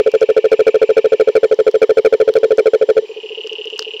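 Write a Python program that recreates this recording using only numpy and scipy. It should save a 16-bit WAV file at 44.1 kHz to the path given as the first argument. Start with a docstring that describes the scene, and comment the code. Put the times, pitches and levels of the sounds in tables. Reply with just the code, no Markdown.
"""A big toad at a pond's edge drums a low trill for three seconds, its vocal sac swelling several times
per pulse, so close that it overloads the microphone and rasps. A second toad answers farther off.
Two small frogs rattle high trills of chirped clicks, one fading early, one swelling at the end,
over a distant chorus, a thin insect tone and a few wet ticks."""
import sys
import numpy as np
from scipy import signal
from scipy.fft import rfft, irfft
from scipy.io import wavfile

SR = 44100
rng = np.random.default_rng(int(sys.argv[2]) if len(sys.argv) > 2 else 0)


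def store_pcm(level_fs):
    """Save levels as 16-bit WAV."""
    pcm = np.round(np.clip(level_fs, -1, 1) * 32767).astype(np.int16)
    wavfile.write(sys.argv[1], SR, np.atleast_2d(pcm).T)


N = 176400
TIME_S = np.arange(N) / SR


def from_db(db):
    """Decibels to gain."""
    return 10 ** (np.asarray(db) / 20)


def unit_rms(x):
    """Scale to rms 1."""
    return x / np.sqrt(np.mean(x ** 2) + 1e-20)


def add(out, start_s, sound):
    """Mix a sound in at start_s."""
    i = int(round(start_s * SR))
    a, b = max(i, 0), min(i + len(sound), N)
    if b > a:
        out[a:b] += sound[a - i:b - i]


def ring(drive, hz, t60_s):
    """Resonator: a unit click starts a decaying sine of height 1."""
    r, w = from_db(-60 / (t60_s * SR)), 2 * np.pi * hz / SR
    return signal.lfilter([0, np.sin(w)], [1, -2 * r * np.cos(w), r * r], drive + 1e-18)


def bell(x, hz, db, q):
    """Lift or cut one band."""
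    return x + (from_db(db) - 1) * signal.lfilter(*signal.iirpeak(hz, q, fs=SR), x)


def scatter(x, t60_s):
    """Diffuse reflections from banks and plants."""
    t = TIME_S[:SR // 2]
    tail = rng.standard_normal(len(t)) * from_db(-60 * t / t60_s)
    return signal.fftconvolve(x, tail / np.linalg.norm(tail))[:N]


def toad_pulse(at_s, hz, swells, lag_turns):
    """Sac tone sagging in pitch; each swell lags the last in phase. Returns start time and sound."""
    sag_hz, sag_at_s, sag_s = 32.8, .0228, .0018
    lift_hz, lift_s = 27.78, .0045
    t = np.arange(-.008, .08, 1 / SR)
    sag = sag_hz * (1 + np.tanh((t - sag_at_s) / sag_s)) / 2
    onset_lift = lift_hz * (1 - np.tanh(t / lift_s))
    pitch_hz = hz * (1 + .004 * rng.normal()) - sag + onset_lift
    turns = np.cumsum(pitch_hz) / SR + rng.random()
    stretch = 1 + .012 * rng.normal()
    sound = np.zeros(len(t))
    for k, (delay_s, rise_s, fall_s, squareness, db) in enumerate(swells):
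        offset_s = t - delay_s * stretch
        envelope = np.exp(-np.abs(offset_s / np.where(offset_s < 0, rise_s, fall_s)) ** squareness)
        tone = np.sin(2 * np.pi * (turns - k * lag_turns))
        sound += from_db(db + .2 * rng.normal()) * envelope * tone
    return at_s + t[0], sound


# Trill pulses (time [s], level [dB])
NEAR_PULSES = [(-0.0135, 0.0), (0.0623, -1.9), (0.1385, -0.8), (0.2155, -0.2), (0.2899, -1.6),
               (0.3656, 0.3), (0.4423, -1.1), (0.5179, 1.4), (0.5927, -0.1), (0.6679, 1.8), (0.7435, -0.7),
               (0.8166, 0.7), (0.892, -1.2), (0.9683, 1.5), (1.0442, -1.4), (1.121, -0.6), (1.1981, 0.5),
               (1.2743, -1.4), (1.3532, 1.7), (1.4314, 0.4), (1.5126, -1.2), (1.5893, -1.1), (1.6665, -0.0),
               (1.7422, -1.8), (1.8176, 2.5), (1.8939, -0.1), (1.9714, 1.2), (2.0484, 2.3), (2.1256, 0.5),
               (2.2011, 0.2), (2.2772, -0.7), (2.3541, 0.1), (2.4313, -0.4), (2.5066, -1.1), (2.5817, 1.5),
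               (2.6577, 0.2), (2.7344, 0.1), (2.8127, -1.2), (2.8893, -0.0), (2.9675, -0.7)]
# Sac swells per pulse (delay [s], rise [s], fall [s], squareness [-], level [dB])
NEAR_SWELLS = [(.0032, 0.0032, 0.0041, 3.29, 1.47), (.0133, 0.00447, 0.0061, 3.56, 3.5),
               (0.0232, 0.0022, 0.0076, 1.9, -1.5), (0.041, .004, 0.0035, 2.9, -28.5),
               (0.0483, .003, .003, 2.0, -31.5)]
# Body radiation, weak below the tone, strong above (frequency [Hz], gain [dB], Q [-])
BODY_BANDS = [(267, -9, 1.72), (850, 5, 10.04)]
# Throat overtones (frequency [Hz], level [dB], t60 [s])
THROAT_MODES = [(830, -41, .045), (1300, -50, .04), (1780, -39, .07), (3010, -47, .08), (3820, -50, .11),
                (5060, -60, .05)]
# Bank echoes (delay [s], level [dB])
BANK_ECHOES = [(.031, -49.5), (.056, -39.5)]


def near_toad():
    """Thirteen pulses a second; the sac's swells strike faint throat overtones, and the bank echoes."""
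    voice, strikes, echoes = np.zeros((3, N))
    for at_s, db in NEAR_PULSES:
        start_s, pulse = toad_pulse(at_s, hz=467.5, swells=NEAR_SWELLS, lag_turns=.303)
        add(voice, start_s, from_db(db - .65) * pulse)
        for delay_s, *_, swell_db in NEAR_SWELLS:
            add(strikes, at_s + delay_s + .0003 * rng.normal(), from_db([db + swell_db]))
    for hz, db, q in BODY_BANDS:
        voice = bell(voice, hz, db, q)
    voice += sum(from_db(db) * ring(strikes, hz, t60_s) for hz, db, t60_s in THROAT_MODES)
    for delay_s, db in BANK_ECHOES:
        add(echoes, delay_s, from_db(db) * voice)
    return voice + echoes + from_db(-40.5) * scatter(voice, t60_s=.75)


# Chorus and air spectrum (frequency [Hz], relative density [dB])
CHORUS_SPECTRUM = [(40, -51), (120, -20.5), (250, -16.5), (430, 12.5), (650, -7), (900, 0), (1400, -18.5),
                   (2100, -7.5), (2600, -9), (3050, 3.5), (3500, -9), (4500, -10.5), (5800, -13.5),
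                   (6700, -26), (8000, -34), (10000, -37.5), (16000, -40)]


def chorus():
    """Distant chorus and air as steady shaped noise."""
    hz, db = np.transpose(CHORUS_SPECTRUM)
    bins_hz = np.maximum(np.arange(N // 2 + 1) * SR / N, 1)
    gain = from_db(np.interp(np.log(bins_hz), np.log(hz), db))
    noise = irfft(rfft(rng.standard_normal(N)) * gain, N)
    return from_db(-42.5) * unit_rms(noise)


def insect(hz=7190, width_hz=35):
    """One thin tone: noise through a narrow resonance, twice."""
    t60_s = np.log(1000) / np.pi / width_hz
    band = ring(rng.standard_normal(N), hz, t60_s)
    return from_db(-63.5) * unit_rms(ring(band, hz, t60_s))


# Contour of the early trill (time [s], level [dB])
FADING_TRILL = [(0, -36), (.6, -35.5), (1.15, -37.5), (1.33, -41.5), (1.4, -54)]
# Contour of the late, nearer trill (time [s], level [dB])
SWELLING_TRILL = [(3.05, -36), (3.15, -28), (3.28, -22.5), (3.5, -19), (3.7, -19), (4.0, -20)]
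# Clicks per note (delay [s], level [dB])
CLICKS = [(0, 0), (.00519, -1), (.01038, -9), (.0156, -20), (.0242, -16)]


def frog_trill(contour, first_s, period_s, hz, wet_db, jitter_s):
    """A rattle of notes, each a few clicks chirping down onto the sac's pitch; softer notes are lower."""
    rise_s, decay_s = .001, .0019
    chirp_hz, chirp_s, slack_hz_per_db = 950, .0015, 14.5
    out, t = np.zeros(N), TIME_S[:SR // 60]
    envelope = (1 - np.exp(-(t / rise_s) ** 2)) * np.exp(-t / decay_s)
    envelope /= envelope.max()
    turns = np.cumsum(hz + chirp_hz * np.exp(-t / chirp_s)) / SR
    times_s, levels_db = np.transpose(contour)
    for at_s in np.arange(first_s, times_s[-1], period_s):
        note_db = np.interp(at_s, times_s, levels_db) + .78 * rng.normal()
        note_s = at_s + .0003 * rng.normal()
        slack_hz = slack_hz_per_db * (levels_db.max() - note_db)
        for delay_s, db in CLICKS:
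            detune = 1 + .0079 * rng.normal()
            click = envelope * np.sin(2 * np.pi * (turns - slack_hz * t) * detune)
            click_s = note_s + delay_s + jitter_s * rng.normal()
            add(out, click_s, from_db(note_db + db + rng.normal()) * click)
    return out + from_db(wet_db) * scatter(out, t60_s=.068)


# Wet ticks (time [s], level [dB], crack frequency [Hz])
WET_TICKS = [(.1175, -23.5, 5200), (0.2102, -21.5, 5600), (0.5165, -25, 5000), (1.544, -25, 5600),
             (1.7137, -26.5, 5000), (2.339, -17.5, 3800), (2.3865, -24, 5000), (2.575, -22.5, 5800),
             (3.473, -21.5, 5200), (3.5318, -25.5, 5400), (3.656, -29, 5400), (3.7018, -29.5, 5400),
             (3.780, -30, 6000), (3.793, -3, 4900), (3.808, -35, 6200), (3.825, -16, 4300)]


def wet_ticks():
    """Tiny wet snaps: a bright crack, a brief lower knock and a burst of noise."""
    decay_s, knock_s, knock_hz, low_cut_hz = .00033, .00039, 1610, 720
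    out, t = np.zeros(N), TIME_S[:SR // 100]
    crack_envelope = 2 * t / decay_s * np.exp(1 - 2 * t / decay_s)
    knock = from_db(-5.5) * np.exp(-t / knock_s) * np.sin(2 * np.pi * knock_hz * t)
    for at_s, db, hz in WET_TICKS:
        crack = crack_envelope * np.sin(2 * np.pi * hz * t)
        burst = from_db(-17.5) * np.exp(-t / decay_s) * rng.standard_normal(len(t))
        add(out, at_s, from_db(db) * (crack + knock + burst))
    out = signal.sosfilt(signal.butter(2, low_cut_hz, "high", fs=SR, output="sos"), out)
    return out + from_db(-17.5) * scatter(out, t60_s=.12)


# Contour of the answering trill (time [s], level [dB])
FAR_CONTOUR = [(2.2, -24.5), (2.4, -15.5), (2.8, -14), (3.1, -15), (3.5, -14.5), (3.7, -16.5), (4.0, -17)]
# Sac swells per pulse (delay [s], rise [s], fall [s], squareness [-], level [dB])
FAR_SWELLS = [(.004, 0.0024, 0.0046, 2.7, -10), (.0145, 0.0075, 0.0047, 2.3, -6),
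              (.026, .005, .007, 2.0, -7), (.055, 0.0089, .008, 1.7, -41.5)]


def far_toad(first_s=2.248, period_s=.0703):
    """A slightly lower, quicker trill from farther along the bank."""
    out = np.zeros(N)
    for at_s in np.arange(first_s, TIME_S[-1], period_s):
        start_s, pulse = toad_pulse(at_s, hz=452.7, swells=FAR_SWELLS, lag_turns=.15)
        db = np.interp(at_s, *np.transpose(FAR_CONTOUR))
        add(out, start_s, from_db(db) * pulse)
    return out


def scene():
    """Everything at the water's edge, mono."""
    frogs = frog_trill(SWELLING_TRILL, first_s=3.0538, period_s=.0294, hz=2530, wet_db=-7, jitter_s=2e-5)
    frogs += frog_trill(FADING_TRILL, first_s=.0043, period_s=.028, hz=2234, wet_db=10, jitter_s=1e-4)
    return (near_toad() + far_toad() + frogs + wet_ticks() + insect() + chorus())[None]


# Colour of the overload's rasp (frequency [Hz], gain [dB], Q [-])
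RASP_BANDS = [(1426, -8.5, 4.6), (2220, 5.5, 4.5), (3910, 2.5, 3.7), (5650, 3, 3.4)]


def record(dry):
    """The overloaded input flattens the peaks, giving the toad its rasp; the top is cut."""
    ceiling, knee, bias, cutoff_hz = .63, 37, .006, 17500
    biased = dry + bias
    clipped = biased / (1 + np.abs(biased / ceiling) ** knee) ** (1 / knee)
    rasp = clipped - biased
    for hz, db, q in RASP_BANDS:
        rasp = bell(rasp, hz, db, q)
    return signal.sosfilt(signal.cheby2(12, 70, cutoff_hz, fs=SR, output="sos"), dry + rasp)


dry = scene()
out = record(dry)
store_pcm(out)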